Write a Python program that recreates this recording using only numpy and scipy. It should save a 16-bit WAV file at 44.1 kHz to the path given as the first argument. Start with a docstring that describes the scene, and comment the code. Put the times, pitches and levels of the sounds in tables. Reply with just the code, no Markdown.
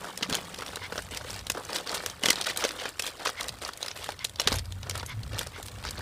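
"""Small dog in a wheeled cart

Paws, soles and tyres scuff over a gritty concrete sidewalk by stick-slip friction; pads pat and claws
tick. Impacts at the joints between slabs thump the wheels and excite the modes of the cart's frame.
The dog huffs faintly through its resonant muzzle, and small metal parts chink. Later a breeze buffets
the hand-held microphone, a metre away, over the faint wash of the street."""
import sys
import numpy as np
from scipy import signal
from scipy.io import wavfile

SR = 44100
rng = np.random.default_rng(int(sys.argv[2]) if len(sys.argv) > 2 else 0)


def put_to_file(sound):
    """Save the sound as 16-bit audio at rate SR, in the file named by the first command-line argument."""
    columns = np.atleast_2d(sound).T  # one column per channel
    safe = np.clip(columns, -1, 1)
    whole_steps = np.round(safe * 32767)
    wavfile.write(sys.argv[1], SR, whole_steps.astype(np.int16))


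N = 265437
TIME = np.arange(N) / SR


def amp(db):
    """Amplitude ratio of a level in decibels."""
    return 10 ** (np.asarray(db) / 20)


def unit(x):
    """Normalisation to an rms of one."""
    return x / np.sqrt(np.mean(x ** 2) + 1e-20)


def spectrum(points, size=2048):
    """Gain curve interpolated in log frequency, falling 12 dB per octave past the last point."""
    hz, db = np.transpose(points)
    f = np.fft.rfftfreq(size, 1 / SR) + 1
    return amp(np.interp(np.log(f), np.log(hz), db)) / np.maximum(f / hz[-1], 1) ** 2


def resonances(modes, size=2048):
    """Gain curve of damped resonances, summed in power."""
    f = np.fft.rfftfreq(size, 1 / SR)
    return np.sqrt(sum(amp(db) ** 2 / (1 + (2 * (f - hz) / width) ** 2) ** 2 for hz, width, db in modes))


def colour(x, gain):
    """Minimum-phase filtering: the response rings after a click, never before."""
    log_gain = np.log(np.maximum(np.r_[gain, gain[-2:0:-1]], 1e-5))
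    response = np.fft.ifft(np.exp(np.conj(signal.hilbert(log_gain)))).real
    return signal.fftconvolve(x, response[:len(gain)])[:len(x)]


def steady(x, span_s):
    """Division by the running rms evens out slow changes of level and keeps the finer detail."""
    window = np.hanning(int(span_s * SR))
    power = signal.fftconvolve(x ** 2, window / window.sum(), "same")
    return x / np.sqrt(np.maximum(power, 1e-12))


def wander(cutoff_hz):
    """Random modulation: low-passed noise of unit rms."""
    return unit(signal.sosfilt(signal.butter(2, cutoff_hz, fs=SR, output="sos"), rng.standard_normal(N)))


def add(mix, start_s, sound):
    """Superposition of a sound on the mix."""
    part = mix[max(round(start_s * SR), 0):][:len(sound)]
    part += sound[:len(part)]


def slips(per_s, spread_db, decay_s):
    """Poisson process of slips, many small and a few large, as a power envelope of mean one."""
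    strength = amp(spread_db * np.minimum(rng.exponential(1, N), 3.85))
    impulses = strength * (rng.random(N) < per_s / SR)
    power = signal.lfilter([1], [1, -np.exp(-1 / (decay_s * SR))], impulses ** 2)
    return power / power.mean()


def grains(low_hz, high_hz, per_s, spread_db, cycles, pitches=32):
    """Shot noise: tiny random impacts, each ringing for a few cycles at its own pitch."""
    t, out = np.arange(700) / SR, np.zeros(N)
    for hz in np.geomspace(low_hz, high_hz, pitches):
        swell = t * hz / cycles
        grain = swell * np.exp(-swell) * np.sin(2 * np.pi * hz * t)
        chance = rng.random(N) * pitches * SR / per_s
        for i in np.flatnonzero(chance < 1):
            weight = amp(spread_db * min(-np.log(chance[i]), 4))
            add(out, i / SR, (-1) ** i * weight * hz * grain)
    return unit(out)


def body_reflection(x, echo_db=-6.5, delay_s=0.0017, sway_s=0.000498, sway_hz=4):
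    """Comb filtering: an echo off the swaying body and frame gives a slowly shifting colour."""
    echo = np.interp(TIME - delay_s - sway_s * np.tanh(wander(sway_hz)), TIME, x)
    return (x + amp(echo_db) * echo) / np.hypot(1, amp(echo_db))


# Tyre noise under the steps, fainter as the cart slows: time_s, level_db
ROLLING = [(0, -50.5), (.4, -46), (.95, -50), (1.05, -51.5), (1.2, -49), (1.44, -52.5), (1.7, -47.5),
           (2.17, -52), (2.5, -47), (2.95, -52.5), (3.3, -48.5), (4.3, -56.5), (4.65, -55.5), (4.8, -56.5),
           (4.95, -51), (5.15, -56), (5.38, -49), (5.52, -52.5), (6.02, -48)]
# Feet dragging over the concrete: start_s, length_s, scuff_db, grit_db, fizz_re_grit_db
FOOT_DRAGS = [(0.016, 0.094, -42.5, -48, 1), (0.225, 0.022, -39.5, -40, -8), (0.304, 0.086, -39.5, -41, -2),
              (0.578, 0.055, -43.5, -43, -7), (0.653, 0.079, -50, -50.5, 4), (0.743, 0.2, -52, -69, -2),
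              (0.926, 0.12, -63, -48.5, 3.5), (1.112, 0.061, -44.5, -40, -1.5),
              (1.264, 0.13, -47, -42.5, -2), (1.547, 0.063, -39, -51.5, 2.5), (1.69, 0.12, -40, -41, -5),
              (1.749, 0.013, -37.5, -31, 0), (1.864, 0.14, -39.5, -40.5, -6),
              (2.004, 0.12, -48, -46.5, 0.5), (2.228, 0.11, -40.5, -37, -2), (2.367, 0.044, -40, -37.5, -6),
              (2.46, 0.045, -36.5, -30, -4.5), (2.562, 0.12, -40, -37, -1), (2.608, .04, -39, -43, -10),
              (2.695, 0.2, -44.5, -48, 2), (2.788, 0.092, -43.5, -38, -16), (3.036, 0.057, -43.5, -37, 0),
              (3.194, 0.041, -39, -44, -6), (3.252, 0.04, -50, -33.5, -4), (3.397, 0.067, -41, -42.5, -1),
              (3.614, 0.071, -42, -42.5, 0), (3.807, 0.1, -48.5, -43.5, -2), (3.958, .17, -47, -43, -2.5),
              (4.386, 0.074, -45, -44.5, -7), (4.479, 0.093, -41, -38, -3), (4.831, 0.09, -48, -54.5, -10),
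              (4.94, 0.069, -45, -44.5, -5), (5.314, 0.076, -43.5, -46, -14),
              (5.379, 0.054, -48, -40.5, -1), (5.577, 0.023, -43, -50.5, 3), (5.654, 0.018, -64, -50, 8.5),
              (5.84, 0.043, -46, -38.5, -12), (5.973, 0.041, -44, -48.5, -19)]


def friction_gains(attack_s=0.0019, release_s=0.014):
    """Incoherent sources add in power: tyres and dragging feet set the scuff, grit and fizz gains."""
    rolling_db = np.interp(TIME, *np.transpose(ROLLING))
    power = amp([rolling_db, rolling_db - 0.5, rolling_db - 1]) ** 2
    for start_s, length_s, scuff_db, grit_db, fizz_db in FOOT_DRAGS:
        t = TIME - start_s
        drag = np.exp(np.minimum(t, 0) / attack_s - np.maximum(t - length_s, 0) / release_s)
        power += np.outer(amp([scuff_db, grit_db, grit_db + fizz_db]), drag) ** 2
    return np.sqrt(power)


# Spectra of the dull scuff and of crushed sand: frequency_hz, gain_db
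SCUFF_SPECTRUM = [(60, -30), (170, -1), (250, -3.5), (340, -2.5), (470, 0.5), (760, -2), (1300, -2),
                  (1800, -7.5), (2600, -54), (5000, -19)]
GRIT_SPECTRUM = [(900, -20.5), (1900, -2.5), (2500, -4.5), (3400, -3), (4500, -5), (6500, -11), (8700, -6),
                 (12000, -14.5), (15500, -16.5)]


def friction(scuff_trim_db=-0.97, grit_trim_db=-0.16, fizz_hz=6200):
    """Stick-slip friction: pads and tyres catch and let go, scuffing dully and cracking sand."""
    scuff_gain, grit_gain, fizz_gain = friction_gains()
    catches = slips(per_s=540, spread_db=10.5, decay_s=0.0011)
    # soft pads drag in slips and pat in low grains
    pad_power = catches + slips(per_s=1500, spread_db=4.5, decay_s=0.00043)
    pads = unit(np.sqrt(pad_power) * rng.standard_normal(N))
    pads += amp(-1) * grains(278, 3150, per_s=1100, spread_db=3.5, cycles=0.94)
    scuff = steady(colour(pads, spectrum(SCUFF_SPECTRUM)), span_s=0.19)
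    # the same catches crush the sand, and loose grains tick on their own
    sand_power = catches + slips(per_s=2400, spread_db=6, decay_s=0.00079)
    sand = unit(np.sqrt(sand_power) * rng.standard_normal(N))
    sand += amp(-6) * grains(1470, 7750, per_s=2900, spread_db=5.5, cycles=1.5)
    grit = steady(body_reflection(colour(sand, spectrum(GRIT_SPECTRUM))), span_s=0.08)
    # a heavy foot crunches low, a light touch fizzes high
    fizz = signal.sosfiltfilt(signal.butter(3, fizz_hz, "high", fs=SR, output="sos"), grit)
    crunch = grit_gain * (grit - fizz) + fizz_gain * fizz
    return amp(scuff_trim_db) * scuff_gain * scuff + amp(grit_trim_db) * crunch


# Wheel vibration, strongest on the first slabs: time_s, level_db
WHEEL_RUMBLE = [(0, -56), (.35, -46.5), (.6, -55), (1.3, -62), (2.4, -54.5), (2.9, -73.5), (6.02, -64)]


def wheel_rumble(pitch_hz=172, width_hz=55):
    """Forced vibration: rough concrete drives the wheels at their low resonance."""
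    shake = colour(rng.standard_normal(N), resonances([(pitch_hz, width_hz, 0)], size=8192))
    return amp(np.interp(TIME, *np.transpose(WHEEL_RUMBLE))) * steady(shake, span_s=0.46)


# Background of the street: frequency_hz, gain_db
STREET_SPECTRUM = [(20, -24), (45, 7), (75, 0), (170, -6.5), (267, -0.5), (500, -31), (900, -40),
                   (2500, -13), (4000, -25), (8500, -17), (15000, -20.5)]


def street(level_db=-62):
    """Stationary noise: the faint, mostly low wash of the street."""
    return amp(level_db) * unit(colour(rng.standard_normal(N), spectrum(STREET_SPECTRUM)))


# Gusts at the microphone: time_s, level_db
GUSTS = [(0, -63.5), (.95, -48), (1.45, -46), (1.88, -63), (1.93, -53.5), (3.37, -59), (3.5, -46),
         (3.75, -60.5), (4.11, -50.5), (4.44, -52), (4.54, -35), (4.66, -43), (4.96, -40), (5.07, -46),
         (5.16, -40.5), (5.33, -39.5), (5.55, -48), (6.02, -41)]
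# Their buffeting: frequency_hz, gain_db
BUFFET_SPECTRUM = [(15, -30), (32, -19), (55, -1.5), (72, -3.5), (88, 0), (105, -4), (135, -8),
                   (170, -15.5), (220, -17), (500, -46)]


def breeze():
    """Turbulence: moving air makes low, random pressure fluctuations at the microphone."""
    buffet = colour(rng.standard_normal(N), spectrum(BUFFET_SPECTRUM, size=16384))
    return amp(np.interp(TIME, *np.transpose(GUSTS))) * steady(buffet, span_s=0.84)


# Low, middle and high bands of an impact: frequency_hz, gain_db
KNOCK_SPECTRUM = [(80, -18.5), (250, -5.5), (480, 5.5), (900, 0), (1500, 2), (1900, -1.5), (2800, -40)]
CLACK_SPECTRUM = [(1100, -25), (1900, 2), (3200, 6), (4800, 5.5), (6500, 2), (8000, -35), (11000, -24)]
SPARKLE_SPECTRUM = [(4500, -16.5), (7200, -1.5), (9000, -3), (12000, -10), (15500, -17.5)]
SKID_LEAD_S = 0.0046  # time from the start of an impact sound to the blow itself


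def impact(knock_db, clack_db, sparkle_db, ring_hz, decay_s, skid_share, tail_db=-19, ring_q=7):
    """Impact noise: a contact skids, strikes, chatters and rings; band levels are rms over 10 ms."""
    size, tail_s = 2048, 0.012
    t, out = np.arange(size) / SR - SKID_LEAD_S, np.zeros(size)
    before, after = np.minimum(t, 0), np.maximum(t, 0)
    skid = np.exp(before / (skid_share * decay_s))
    chatter = np.exp(-after / decay_s) + amp(tail_db) * np.exp(-after / tail_s)
    ring = 1.5 + resonances([(ring_hz, ring_hz / ring_q, 7)])
    bands = (KNOCK_SPECTRUM, knock_db), (CLACK_SPECTRUM, clack_db), (SPARKLE_SPECTRUM, sparkle_db)
    for points, level_db in bands:
        blow = colour(skid * chatter * rng.standard_normal(size), spectrum(points) * ring)
        out += amp(level_db) * blow / np.linalg.norm(blow) * np.sqrt(0.01 * SR)
    return out


# Pads landing: time_s, knock_db, ring_hz
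PAD_LANDINGS = [(.044, -38.5, 560), (.07, -43, 900), (0.2102, -39, 1630), (.622, -35.5, 1320),
                (.691, -44, 800), (.733, -41, 696), (0.77, -36.5, 830), (.923, -32, 455),
                (0.957, -36.5, 620), (.979, -33, 600), (0.99, -35, 1760), (1.211, -40.5, 523),
                (1.245, -39.5, 504), (1.548, -37, 714), (1.573, -35.5, 1390), (1.694, -41, 1190),
                (1.904, -39.5, 695), (1.928, -34.5, 1280), (2.037, -37.5, 660), (2.22, -41.5, 420),
                (2.377, -40, 1200), (2.471, -34, 1290), (2.624, -33, 1430), (2.855, -31, 1720),
                (3.259, -26.5, 1030), (3.292, -33, 1310), (3.69, -34, 1260), (3.847, -42.5, 915),
                (3.961, -44, 1010), (4.09, -30, 820), (4.869, -44, 710), (4.953, -35.5, 1390),
                (5.03, -36, 935), (5.411, -35, 1420), (5.465, -41.5, 523), (5.562, -44, 1380),
                (5.851, -35.5, 1360)]


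def pad_pats():
    """Soft impact: the long contact of a pad gives a dull pat with little treble."""
    out = np.zeros(N)
    for time_s, knock_db, ring_hz in PAD_LANDINGS:
        pat = impact(knock_db, knock_db - 9, knock_db - 18, ring_hz, decay_s=0.0039, skid_share=0.22)
        add(out, time_s - SKID_LEAD_S, pat)
    return out


# Claws and coarse grains striking concrete: time_s, clack_db, sparkle_db
CLAW_STRIKES = [(.176, -38, -37), (.352, -28, -30.5), (0.37, -38.5, -45), (.545, -40.5, -47),
                (0.588, -43, -45), (.663, -42, -59), (.681, -41, -62), (.759, -37, -37.5), (.980, -36, -48),
                (1.173, -34.5, -37), (1.305, -38, -45.5), (1.343, -42, -49), (1.392, -41, -49),
                (1.469, -36.5, -41), (1.519, -41, -36.5), (1.651, -46, -44), (1.731, -34.5, -43),
                (1.761, -30, -39), (1.785, -39.5, -46), (1.874, -36.5, -47), (1.894, -33, -45),
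                (1.917, -39, -42), (1.979, -37.5, -53), (2.099, -39.5, -47), (2.33, -32, -39),
                (2.358, -33, -42), (2.413, -29.5, -34), (2.422, -37, -49), (2.442, -38, -45),
                (2.446, -35, -49), (2.512, -37.5, -52), (2.546, -48, -62), (2.574, -35, -29.5),
                (2.608, -36, -48), (2.691, -35.5, -43), (2.709, -37, -55), (2.799, -39, -58),
                (2.891, -45, -41), (3.023, -35.5, -36), (3.066, -34, -40), (3.078, -43, -53),
                (3.277, -40, -40), (3.41, -33.5, -38), (3.431, -41, -42), (3.484, -37.5, -37),
                (3.492, -33.5, -43), (3.629, -44, -52), (3.65, -34, -48), (3.735, -42, -48),
                (3.775, -51, -43), (3.829, -30, -41), (3.849, -48, -54), (3.862, -39, -45),
                (3.883, -33.5, -45), (3.914, -37.5, -63), (4.043, -38.5, -42), (4.192, -42.5, -55),
                (4.27, -49, -56), (4.296, -46.5, -47), (4.359, -42, -51), (4.417, -34.5, -38),
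                (4.438, -46, -59), (4.586, -36, -41), (4.593, -37, -43), (4.656, -48, -53),
                (4.723, -42, -47), (4.831, -41.5, -52), (4.897, -32.5, -32.5), (4.911, -36, -44),
                (4.956, -40, -41.5), (4.978, -43, -39.5), (4.998, -38.5, -60), (5.063, -64, -40.5),
                (5.234, -43, -56), (5.345, -42.5, -57), (5.386, -36, -43), (5.392, -32.5, -32.5),
                (5.471, -45, -42.5), (5.629, -46.5, -42.5), (5.684, -42.5, -50), (5.871, -41, -53),
                (5.878, -43, -55), (5.889, -37.5, -54), (5.909, -43, -37), (5.98, -41.5, -59)]


def claw_ticks(centre_hz=4590):
    """Hard impact: the brief contact of a claw gives a bright tick."""
    out = np.zeros(N)
    for time_s, clack_db, sparkle_db in CLAW_STRIKES:
        ring_hz = centre_hz * 2 ** rng.uniform(-0.44, 0.42)
        tick = impact(clack_db - 11, clack_db, sparkle_db, ring_hz, decay_s=0.0015, skid_share=0.57)
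        add(out, time_s - SKID_LEAD_S, tick)
    return out


# Wheels dropping into a joint or bumping: start_s, gain_db, pitch_hz
WHEEL_DROPS = [(0.223, -18.5, 256), (0.29, -16, 258), (0.311, -16, 189), (.323, -13.5, 195),
               (2.235, -14.5, 237), (2.255, -23, 178), (2.283, -16.5, 228), (2.302, -16, 333),
               (2.641, -12.5, 484), (2.650, -13, 550), (4.466, -13.5, 169), (4.476, -21, 350),
               (4.517, -13, 226)]


def wheel_thumps(rise_s=0.0026, decay_s=0.0027):
    """Heavily damped oscillation: a wheel swings briefly as it takes the weight."""
    t, out = np.arange(4000) / SR, np.zeros(N)
    envelope = (1 - np.exp(-t / rise_s)) * np.exp(-t / decay_s)
    for start_s, gain_db, pitch_hz in WHEEL_DROPS:
        add(out, start_s, amp(gain_db) * envelope * np.sin(2 * np.pi * pitch_hz * t))
    return out


# Modes of the cart's metal tubes: pitch_hz, gain_db, t60_s
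FRAME_MODES = [(2050, 1, 0.025), (2950, 3, 0.019), (3340, -2, 0.017), (4100, 3, 0.017), (5600, -6, 0.022),
               (6180, -4, 0.016), (6780, -4, 0.02)]


def frame_ring(ring_db, ring_hz, favour_db=6, favour_hz=160, detune=0.011, rise_s=0.0012):
    """Free vibration: the tubes ring after a jolt, with a boost for modes near the blow's pitch."""
    t = np.arange(3000) / SR
    out = np.zeros_like(t)
    for pitch_hz, gain_db, t60_s in FRAME_MODES:
        level_db = ring_db + gain_db + favour_db / (1 + ((pitch_hz - ring_hz) / favour_hz) ** 2)
        cycles = pitch_hz * (1 + detune * rng.uniform(-0.72, 1)) * t + rng.random()
        out += amp(level_db - 60 * t / t60_s) * np.sin(2 * np.pi * cycles)
    return out * (1 - np.exp(-t / rise_s))


# Jolts of the cart, hardest at the joints between slabs:
# time_s, clack_db, knock_db, sparkle_db, ring_hz, decay_s, ring_db
CART_JOLTS = [(0.2262, -33.5, -46, -48, 3000, 0.0025, -38), (.230, -27.5, -40, -43, 3020, .003, -26),
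              (.298, -36, -38, -37.5, 1630, 0.0032, -48), (.327, -30.5, -34, -42, 3420, 0.0007, -34),
              (.335, -32, -37, -45, 4100, 0.0009, -41), (.345, -31, -33.5, -41, 4400, 0.00063, -42),
              (1.5, -27, -33, -28.5, 2020, .0019, -45), (1.946, -31.5, -35.5, -31.5, 706, 0.013, -48),
              (2.062, -32, -34.5, -33, 5800, 0.00059, -42),
              (2.2358, -29, -38.5, -34.5, 3000, 0.0012, -25.5), (2.2425, -37, -32, -52, 2050, 0.0011, -40),
              (2.258, -21.5, -28.5, -29, 3340, 0.0034, -25), (2.267, -41, -33, -38, 1390, 0.00091, -38),
              (2.2856, -27.5, -29, -34, 3000, .0014, -20), (2.291, -35, -35, -39, 3300, 0.0022, -35),
              (2.3018, -27, -40, -44, 3300, .0006, -30), (2.3045, -20.5, -31.5, -21.5, 2000, 0.0014, -19),
              (2.64, -26, -41, -39, 537, .0019, -43), (2.65, -28, -27.5, -37, 520, 0.0029, -38),
              (2.996, -28, -36, -32.5, 2590, 0.0039, -39), (3.271, -28.5, -29.5, -50, 1290, 0.0051, -44),
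              (4.2447, -42, -46, -34, 6860, 0.00076, -52), (4.2485, -27, -45.5, -31.5, 4000, 0.0021, -42),
              (4.3983, -24.5, -33, -42, 5500, 0.0014, -25), (4.403, -41, -38, -33, 3020, 0.0019, -29),
              (4.4743, -19, -25.5, -29.5, 3800, 0.0027, -35), (4.483, -30, -34.5, -39, 467, 0.0028, -37),
              (4.5198, -32, -32, -48, 1980, 0.00055, -40), (4.526, -29.5, -34.5, -37, 4960, 0.0038, -42),
              (4.541, -39, -36.5, -39, 4130, .0015, -46)]


def cart_rattle():
    """Impulsive excitation: each jolt clacks the frame and sets its tubes ringing."""
    out = np.zeros(N)
    for time_s, clack_db, knock_db, sparkle_db, ring_hz, decay_s, ring_db in CART_JOLTS:
        clack = impact(knock_db, clack_db, sparkle_db, ring_hz, decay_s,
                       skid_share=0.31, tail_db=-18.5, ring_q=20)
        add(out, time_s - SKID_LEAD_S, clack)
        add(out, time_s, frame_ring(ring_db, ring_hz))
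    return out


# The dog's breaths, in step with its stride: start_s, length_s, level_db
BREATHS = [(0.8, 0.086, -38.5), (3.357, 0.068, -38.5), (4.184, 0.075, -43.5), (4.439, 0.067, -42.5),
           (5.068, 0.082, -41), (5.521, 0.08, -46), (5.952, 0.066, -54)]
# Resonances of its open muzzle: centre_hz, width_hz, gain_db
MUZZLE_FORMANTS = [(1023, 150, -3.5), (1570, 800, -6.5), (2135, 270, 2.5), (2900, 740, -10),
                   (3420, 450, -5.5), (4440, 3000, -13.5)]


def huffs(taper=0.78):
    """Source and filter: short puffs of breath noise are shaped by the formants of the muzzle."""
    out = np.zeros(N)
    for start_s, length_s, level_db in BREATHS:
        air = unit(colour(rng.standard_normal(N // 20), resonances(MUZZLE_FORMANTS)))
        puff = air[:int(length_s * SR)]
        add(out, start_s, amp(level_db) * puff * signal.windows.tukey(len(puff), taper))
    return out


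# Chinks of a small metal part, likely the leash clasp: start_s, level_db
CLASP_CHINKS = [(3.776, -49), (4.555, -36), (4.562, -44), (5.063, -41.5), (5.091, -48.5)]
# Its modes: pitch_hz, gain_db, t60_s
CLASP_MODES = [(6300, 6.5, .03), (6700, 2, .03), (9240, -1, .04), (10780, 1, 0.05), (11610, -1, .04),
               (12400, -4, .07)]


def clasp(detune=0.0088):
    """Modal ringing: light metal sounds high, inharmonic partials after each chink."""
    t, out = np.arange(16000) / SR, np.zeros(N)
    for start_s, level_db in CLASP_CHINKS:
        for pitch_hz, gain_db, t60_s in CLASP_MODES:
            hz = pitch_hz * (1 + detune * rng.uniform(-1, 1))
            add(out, start_s, amp(level_db + gain_db - 60 * t / t60_s) * np.sin(2 * np.pi * hz * t))
    return out


def swinging(ring, depth=0.69, wobble_hz=70):
    """Amplitude modulation: metal rings unsteadily as it swings."""
    return ring * (1 + depth * wander(wobble_hz)) / np.hypot(1, depth)


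# Thin, high rings, perhaps of a tag: start_s, level_db, t60_s
TAG_PINGS = [(3.94, -51, .4), (4.59, -61, .6)]


def tag(pitch_hz=12610, rise_s=0.012):
    """Light damping: a single mode swells and lingers as a pure tone."""
    t, out = np.arange(16000) / SR, np.zeros(N)
    for start_s, level_db, t60_s in TAG_PINGS:
        envelope = amp(level_db - 60 * t / t60_s) * (1 - np.exp(-t / rise_s))
        add(out, start_s, envelope * np.sin(2 * np.pi * pitch_hz * t))
    return out


# The strongest gusts, fluttering at nearly one pitch: start_s, length_s, level_db, pitch_hz
GUST_FLUTTERS = [(4.489, .17, -33.5, 88), (4.639, 0.18, -37.5, 92.4), (4.787, 0.038, -38, 92),
                 (4.898, 0.11, -36, 97.6), (5.115, 0.13, -32.5, 106), (5.28, 0.11, -38.5, 102.5)]


def gust_flutter(waver=0.065, waver_hz=25):
    """Random frequency modulation: each strong gust swells into a low, wavering throb."""
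    out, drift = np.zeros(N), wander(waver_hz)
    for start_s, length_s, level_db, pitch_hz in GUST_FLUTTERS:
        hz = pitch_hz * (1 + waver * drift[int(start_s * SR):][:int(length_s * SR)])
        swell = amp(level_db) * np.sqrt(2) * np.hanning(len(hz))
        add(out, start_s, swell * np.sin(2 * np.pi * np.cumsum(hz) / SR))
    return out


def open_air(x, wet_db=-19, gap_s=0.003, decay_s=0.0079):
    """Early reflections: outdoors only the ground, the cart and the walker scatter a little sound."""
    t = np.arange(8000) / SR
    scatter = rng.standard_normal(len(t)) * np.exp(-t / decay_s) * (t > gap_s)
    return x + amp(wet_db) * signal.fftconvolve(x, scatter / np.linalg.norm(scatter))[:N]


def scene():
    """Superposition in one channel: the dog and cart with their reflections, the wind and the street."""
    impacts = cart_rattle() + claw_ticks() + pad_pats() + wheel_thumps()
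    walk = impacts + friction() + wheel_rumble() + swinging(clasp() + tag()) + huffs()
    return (open_air(walk) + breeze() + street() + gust_flutter())[None]


def record(dry):
    """Band limiting: a steep linear-phase low-pass removes the highest treble."""
    cutoff_hz = 15550
    lowpass = signal.firwin(401, cutoff_hz, window=("kaiser", 9), fs=SR)
    return signal.oaconvolve(dry, lowpass[None], "same")


dry = scene()
out = record(dry)
put_to_file(out)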